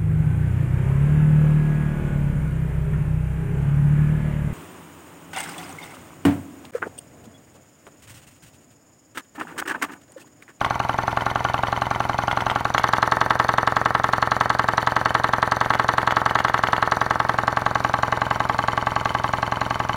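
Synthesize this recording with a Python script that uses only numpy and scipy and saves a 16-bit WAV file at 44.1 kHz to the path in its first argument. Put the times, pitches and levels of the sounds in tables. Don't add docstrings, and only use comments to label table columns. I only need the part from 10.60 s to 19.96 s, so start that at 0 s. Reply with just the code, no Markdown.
import sys
import numpy as np
from scipy import signal
from scipy.fft import rfft, irfft
from scipy.io import wavfile
from scipy.ndimage import uniform_filter1d

SR = 44100
rng = np.random.default_rng(int(sys.argv[2]) if len(sys.argv) > 2 else 0)


def inscribe(sig):
    pcm = np.round(np.clip(np.atleast_2d(sig).T, -1, 1) * 32767)
    wavfile.write(sys.argv[1], SR, pcm.astype(np.int16))


def gain_from_decibels(decibels):
    exponent = np.asarray(decibels, float) / 20
    return 10 ** exponent


N = 412770

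# start_s, place (0 flywheel front, 1 crank side, 2 flywheel edge)
PHONE_PATH = [
    (0, 0),
    (1.9, 0.05),
    (2.3, 1),
    (6.2, 1),
    (7.5, 1.85),
    (8.6, 2),
    (9.4, 2),
]
# start_s, speed_turns_per_s
CRANK_SPEED = [(0, 10.646), (0.42, 10.792), (1.65, 10.86), (2.02, 10.627), (2.99, 10.887), (3.77, 10.881),
               (4.09, 10.775), (5.11, 10.849), (6.23, 10.546), (6.66, 10.8), (7.18, 10.86), (8.0, 10.707),
               (8.88, 10.752), (9.4, 10.707)]
# start_s, top_knock_db, link_tick_db
DISTANCE_LEVELS = [(0, -17, -29), (.6, -15.5, -29.5), (1.95, -15.5, -28.5), (2.25, -10.5, -25.5),
                   (2.6, -10, -27.5), (3.4, -11.5, -29), (6.1, -11, -29), (6.55, -12, -30.5),
                   (7.9, -14, -29.5), (9.4, -16.5, -33)]
BOTTOM_UNDER_DB = -4.5, -7, -6.5
# start_s, chatter_db
ROD_PLAY = [(0, -42.5), (1.2, -34.5), (1.9, -41.5), (2.7, -55), (3.8, -39.5), (4.6, -37), (4.75, -45),
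            (6.1, -43), (6.5, -54), (7.3, -47), (7.65, -35.5), (9.4, -36.5)]
# delay_ms, front_push, side_push, edge_push (pushes as signed share)
TOP_CONTACTS = [(0.27, -1.13, -0.46, -0.67), (1.55, 0.09, -0.25, -0.51), (2.38, 1.15, 1.17, 1.13),
                (6.52, -0.24, -0.49, -0.5), (11.56, -0.2, 0.27, -0.1), (16.02, -0.1, 0.01, -0.1)]
BOTTOM_CONTACTS = [(-1.08, 1.18, 1.21, 1.26), (0.06, -0.69, -0.22, 0.24), (3.13, 0.55, 0.36, 0.55),
                   (6.7, 0.01, 0.14, 0.17), (13.81, 0.12, 0.08, 0.1)]
# pitch_hz, t60_s, front_swing, side_swing, edge_swing (swings as signed gain)
TOP_FRAME_MODES = [(522, 0.019, -1.01, 0.18, -0.14), (587, 0.017, 0.5, 0.17, 0.32),
                   (656, 0.067, -0.12, 0.06, 0.03), (748, 0.027, 0.17, 0.4, 0.42),
                   (827, 0.057, 0.42, 0.24, 0.43), (887, 0.053, 1.09, 0.36, 0.74),
                   (957, 0.036, 0.89, 2.04, -0.29), (1016, 0.13, -0.3, -0.02, 0.76),
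                   (1092, 0.012, 0.7, -0.23, 1.32), (1112, 0.11, 0.08, 0.33, 0.31),
                   (1190, 0.023, -0.74, -0.09, -1.34), (1299, 0.13, -0.1, -0.17, -0.25),
                   (1372, 0.068, -0.96, -0.68, -0.06), (1429, 0.13, 1.75, -0.12, 0.05),
                   (1555, 0.012, -1.17, -0.69, -1.04), (1669, 0.012, -0.13, -1.56, -0.8),
                   (1788, 0.051, 0.14, -0.17, 0.11), (1949, 0.027, 0.02, -0.83, -0.49),
                   (2150, 0.025, -0.17, 0.0, -0.47), (2666, 0.012, -0.25, -0.12, -0.67),
                   (2919, 0.012, -0.36, -0.66, -0.71), (3405, 0.006, -0.01, -1.5, -0.13)]
BOTTOM_FRAME_MODES = [(501, 0.13, 0.0, -0.12, -0.1), (571, 0.041, -0.13, -0.66, -1.1),
                      (645, 0.021, -1.29, 0.83, 1.01), (772, 0.031, 0.18, 1.39, 0.61),
                      (853, 0.13, 0.98, 0.42, 0.19), (883, 0.038, 2.62, 0.91, 0.78),
                      (980, 0.059, -0.85, 0.31, -0.74), (997, 0.018, 0.18, 0.35, 2.17),
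                      (1120, 0.079, 0.21, 0.08, 0.28), (1164, 0.012, -0.82, -2.11, -1.34),
                      (1215, 0.107, 0.08, 0.11, 0.17), (1303, 0.059, 0.06, -0.85, -1.04),
                      (1353, 0.13, -0.12, -0.08, -0.17), (1468, 0.017, -0.92, -1.2, -2.23),
                      (1569, 0.035, -0.26, 1.43, 1.7), (1657, 0.021, 0.51, -0.81, -0.35),
                      (1776, 0.053, -0.6, 1.19, 0.13), (1975, 0.049, -0.48, 0.21, -0.09)]
# delay_ms, length_ms, level_db
TOP_TICKS = [
    (-5.5, 3.5, -0.5),
    (27.5, 7.7, -10.5),
]
BOTTOM_TICKS = [
    (-6, 1.42, -6.5),
    (-2.5, 4, -9.5),
    (0, 3.1, -24),
    (21, 5.5, -46),
]
LINK_MODES = [(2280, 0.02, 0, -22, 0.5), (3685, 0.0058, 3.5, 5.5, 5), (4420, 0.018, -4.5, 0.5, -1),
              (4740, 0.014, -13, -6, -7), (5677, 0.012, -7.5, -4.5, -1.5), (6060, 0.015, -3, -2, -4),
              (7020, 0.013, -12.5, -7, -4), (8900, 0.0071, -26, -10, -14), (9680, 0.012, -17, -16, -14),
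              (11250, 0.0055, -12.5, -23, -16), (14000, .004, -21, -15, -21)]
ROD_MODES = [(1040, .02, 16, -22, 10), (2080, 0.02, 9, 2, 6), (3045, 0.032, 6, 4, 6),
             (4420, 0.041, -8, -13, -4.5), (6500, 0.0079, -10, -13, -7), (7400, 0.022, -16, -10, -15),
             (10200, 0.0086, -13, -9, -13)]
BOARD_MODES = [(333.4, 0.47, -33, -29, -31.5), (391, 0.089, -26, -18, -20), (432.6, 0.17, -42, -27.5, -30),
               (471.5, 0.16, -26, -19, -18.5), (640, 0.057, -30, -17, -14.5), (1090, 0.062, -8, -12, -13),
               (1793, 0.14, -16, -18, -17), (1870, 0.038, -19, -7, -18), (2026, 0.058, -17, -46, -12.5),
               (2230, 0.053, -31, -17.5, -20)]
PIN_MODES = [(8560, 0.0024, -2, 4, 2), (10400, 0.0037, -1, 4, 2), (12000, 0.0037, -2, 3, 0),
             (14500, 0.0045, -9, 3, -6)]
CRACK_MODES = [(2660, 0.0026, 11, -30, -23), (3050, 0.0049, 9.5, -7, 1), (4140, 0.013, -6, -4.5, -4),
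               (5000, 0.0038, -7, -2.5, -8), (6450, 0.011, -16, -15.5, -13), (7880, 0.0029, -9, -6.5, -18),
               (11000, 0.0047, -14, -12, -17), (13800, .003, -22, -11, -19)]
SHIVER_MODES = [(1090, 0.014, 8, -13, 10), (1910, 0.0054, -10, -2, -5), (2230, 0.014, -8, -6.5, -3),
                (2950, 0.011, -2, -0.5, -1), (3250, 0.0073, 2, -5, 1), (4340, 0.0077, -13, -8, -8),
                (5170, 0.031, -13, -21, -16), (6630, 0.011, -15, -12, -15), (8000, 0.0093, -13.5, -21, -20),
                (11800, .005, -19, -14, -26)]
# pitch_hz, t60_s, top_swing, bottom_swing (swings in thousandths)
BASE_MODES = [(35, 0.241, 4.0, -0.3), (56, 0.3, -3.0, 2.4), (86, 0.05, 60, -96), (118, 0.3, 29.0, -15.4),
              (139, 0.031, 6.8, 67.6), (167, 0.3, 4.1, -5.9), (206, 0.03, -29.3, 49.2),
              (242, 0.193, -5.6, 7.4), (279, 0.091, -43.5, 14.3), (331, 0.03, 13.7, -11.9),
              (334, 0.158, -14.8, 10.1), (376, 0.3, -10.4, 7.0), (409, 0.126, 2.0, 6.3)]
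# start_s, peak_db
SLAPS = [(0.047, -5.5), (0.5156, -18.5), (0.608, -17), (0.701, -16), (1.07, -17), (1.3496, -18),
         (1.622, -22), (1.713, -6.5), (1.806, -11), (1.8991, -6.5), (1.996, -23.5), (2.1803, -1),
         (2.276, -16), (2.368, -13), (2.4627, -21), (5.047, -13), (5.1371, -5.5), (5.2316, -26),
         (5.4166, -14.5), (5.5083, -5.5), (5.603, -20), (5.6954, -11.5), (5.7885, -7), (5.8832, -8),
         (5.978, -11), (6.0709, -7.5), (6.1646, -9.5), (6.263, -18), (6.5436, -20)]
# start_s, peak_db
REBOUNDS = [(1.91, -12), (5.1476, -11), (5.5187, -13), (5.8007, -14)]
# pitch_hz, t60_s, level_db
GUIDE_MODES = [(935, 0.014, -1), (1440, 0.0058, 9), (1934, 0.014, -3.5), (2090, 0.017, -4),
               (2740, 0.012, -8), (3330, 0.016, -2.5), (4570, 0.033, -28), (5270, 0.038, -37.5),
               (6800, 0.017, -31), (7840, 0.013, -19.5), (11950, 0.0052, -14)]
# pitch_hz, density_db (per Hz)
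RUB_COLOUR = [(30, -3.5), (120, -3), (300, -1), (470, -3), (640, -3), (1100, 3), (1600, -15), (2200, -6),
              (3300, -19), (4400, -18.5), (5200, -22.5), (7000, -28), (16000, -32)]
# pitch_hz, density_db (per Hz)
HISS_COLOUR = [(2000, -1), (5000, 0), (8000, -13.5), (10000, 4), (12500, -9.5), (16000, -2)]


def nearness(s, place):
    where = np.interp(s, *np.transpose(PHONE_PATH))
    return np.clip(1 - abs(where - place), 0, 1)


def ring(hz, t60, swing):
    t = np.arange(int(SR * max(t60)))[:, None] / SR
    decay = 1000. ** (-t / t60)
    return (np.sin(2 * np.pi * hz * t) * decay) @ swing


def blows(s, size):
    out = np.zeros(N + 2)
    at = np.clip(s * SR, 0, N)
    i = at.astype(int)
    np.add.at(out, i, size * (1 - at + i))
    np.add.at(out, i + 1, size * (at - i))
    return out[:N]


def through(x, response):
    return signal.oaconvolve(x, response)[:N]


def turns():
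    first_top_turn = .1305
    t = np.arange(N) / SR
    angle = np.cumsum(np.interp(t, *np.transpose(CRANK_SPEED))) / SR - first_top_turn
    top = np.interp(np.arange(int(angle[-1]) + 1), angle, t)

    chance = rng.standard_normal((4, len(top)))
    knock_scatter_db, tick_scatter_db, chatter_scatter_db = .2, 1.1, 1.4
    s, knock_db, tick_db = np.transpose(DISTANCE_LEVELS)
    knock_db = np.interp(top, s, knock_db)
    tick_db = np.interp(top, s, tick_db) + tick_scatter_db * chance[2]
    under_db = sum(db * nearness(top, place) for place, db in enumerate(BOTTOM_UNDER_DB))
    top_db = knock_db + knock_scatter_db * chance[0]
    bottom_db = knock_db + under_db + 2 * knock_scatter_db * chance[1]
    chatter_db = np.interp(top, *np.transpose(ROD_PLAY)) + chatter_scatter_db * chance[3]
    return top, top_db, bottom_db, tick_db, chatter_db


def knock(s, db, contacts, modes):
    scatter_db, slack_ms = .5, .015
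    chance = rng.standard_normal((len(s), len(contacts), 2))
    delay_ms, *push = np.transpose(contacts)
    hz, t60, *swing = np.transpose(modes)
    at = s[:, None] + (delay_ms + slack_ms * chance[..., 0]) / 1000
    strength = gain_from_decibels(scatter_db * chance[..., 1])
    out = 0
    for place in range(3):
        heard = (nearness(s, place) * gain_from_decibels(db))[:, None]
        size = heard * push[place] * strength
        out = out + through(blows(at.ravel(), size.ravel()), ring(hz, t60, swing[place]))
    return through(out, np.hanning(19) / 9)


def rattle(s, db, length_ms, modes, count=6, slack=0.061):
    scatter_db = 1.5
    chance = rng.standard_normal((len(s), count, 2))
    late = np.linspace(0, 1, count) ** 1.414 + slack * chance[..., 0]
    way = (-1) ** np.arange(count)
    size = way * (1 - 0.14 * late) * gain_from_decibels(db[:, None] + scatter_db * chance[..., 1])
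    at = (s[:, None] + late * length_ms / 1000).ravel()
    hz, t60, *mode_db = np.transpose(modes)
    opposed = (-1) ** np.arange(len(hz))
    out = 0
    for place in range(3):
        heard = blows(at, size.ravel() * nearness(at, place))
        out = out + through(heard, ring(hz, t60, opposed * gain_from_decibels(mode_db[place])))
    return out


def link_ticks(centre, tick_db, ticks):
    delay_ms, length_ms, db = np.repeat(ticks, len(centre), axis=0).T
    s = np.tile(centre, len(ticks)) + delay_ms / 1000
    level_db = np.tile(tick_db, len(ticks)) + db - 6.5
    return rattle(s, level_db, length_ms[:, None], LINK_MODES)


def board_ring(top, bottom, top_db, bottom_db):
    s = np.r_[top + .0024, bottom - .001]
    return rattle(s, np.r_[top_db - 2.5, bottom_db - 1.5], 0.16, BOARD_MODES, count=1)


def pin_spit(top, bottom, tick_db):
    s = np.r_[bottom - .0022, top + .0372]
    return rattle(s, np.r_[tick_db - 17, tick_db - 22], 4.5, PIN_MODES)


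def base_hum(top, bottom):
    side_db = -0.5
    hz, t60, top_swing, bottom_swing = np.transpose(BASE_MODES)
    size = gain_from_decibels(side_db * nearness(top, 1)) / 1000
    hum = through(blows(top + .00147, size), ring(hz, t60, top_swing))
    return hum + through(blows(bottom - .00197, size), ring(hz, t60, bottom_swing))


def engine():
    bottom_turn = .548
    top, top_db, bottom_db, tick_db, chatter_db = turns()
    bottom = top + bottom_turn * np.gradient(top)

    out = knock(top, top_db - 1.5, TOP_CONTACTS, TOP_FRAME_MODES)
    out += knock(bottom, bottom_db - 3.0, BOTTOM_CONTACTS, BOTTOM_FRAME_MODES)
    out += link_ticks(top, tick_db, TOP_TICKS)
    out += link_ticks(bottom, tick_db, BOTTOM_TICKS)
    out += rattle(top + .038, chatter_db + 3, 2.51, ROD_MODES, count=1, slack=0.15)
    out += board_ring(top, bottom, top_db, bottom_db)
    out += pin_spit(top, bottom, tick_db)
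    out += rattle(top + 0.0028, top_db - 13.0, 1.035, CRACK_MODES, count=3)
    return out, base_hum(top, bottom)


def slaps():
    s, db = np.transpose(SLAPS + REBOUNDS)
    hz, t60, mode_db = np.transpose(GUIDE_MODES)
    blow = through(blows(s - .0003, gain_from_decibels(db - 8.5)), ring(hz, t60, gain_from_decibels(mode_db)))
    rod = through(blow, np.hanning(15) / 6)
    rod += rattle(s + 0.000955, db - 19.5, 4, SHIVER_MODES, slack=0.1007)
    return signal.sosfilt(signal.butter(2, 650, "high", fs=SR, output="sos"), rod)


def noise(colour, db):
    hz, shape_db = np.transpose(colour)
    bin_hz = np.arange(N // 2 + 1) * SR / N + 1
    gain = gain_from_decibels(np.interp(np.log(bin_hz), np.log(hz), shape_db))
    x = irfft(rfft(rng.standard_normal(N)) * gain, N)
    return x / np.std(x) * gain_from_decibels(db)


def rub(knocks):
    shaken = signal.lfilter([.0015], [1, -.9985], knocks ** 2)
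    flicker = uniform_filter1d(rng.standard_normal(N), 300) * np.sqrt(300)
    loose = (shaken / np.mean(shaken) + .05) ** .14 * gain_from_decibels(2 * flicker)
    side = nearness(np.arange(N) / SR, 1)
    rubbing = loose * noise(RUB_COLOUR, -37 - 3.5 * side)
    hiss = loose ** 2.2 * noise(HISS_COLOUR, -63 + 2 * side)
    return rubbing + hiss


def room(x):
    t60_s, level_db, dull_hz = .33, -17, 3800
    t = np.arange(SR // 2) / SR
    onset = np.clip(t / .02, 0, 1) ** 2
    tail = rng.standard_normal(len(t)) * 1000. ** (-t / t60_s) * onset
    tail = signal.lfilter(*signal.butter(1, dull_hz, fs=SR), tail)
    return x + gain_from_decibels(level_db) * through(x, tail / np.sqrt(np.sum(tail ** 2)))


def scene():
    knocks, base = engine()
    knocks += slaps()
    return (room(knocks) + base + rub(knocks))[None]


def roll_off(x):
    return signal.sosfilt(signal.butter(12, 15930, fs=SR, output="sos"), x)


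def record(dry):
    ceiling, top_hz = .73, 15900
    held = dry / (1 + abs(dry / ceiling) ** 8) ** (1 / 8)
    held = signal.sosfilt(signal.ellip(8, .2, 70, top_hz, fs=SR, output="sos"), held)
    return roll_off(held)


dry = scene()
out = record(dry)
inscribe(out)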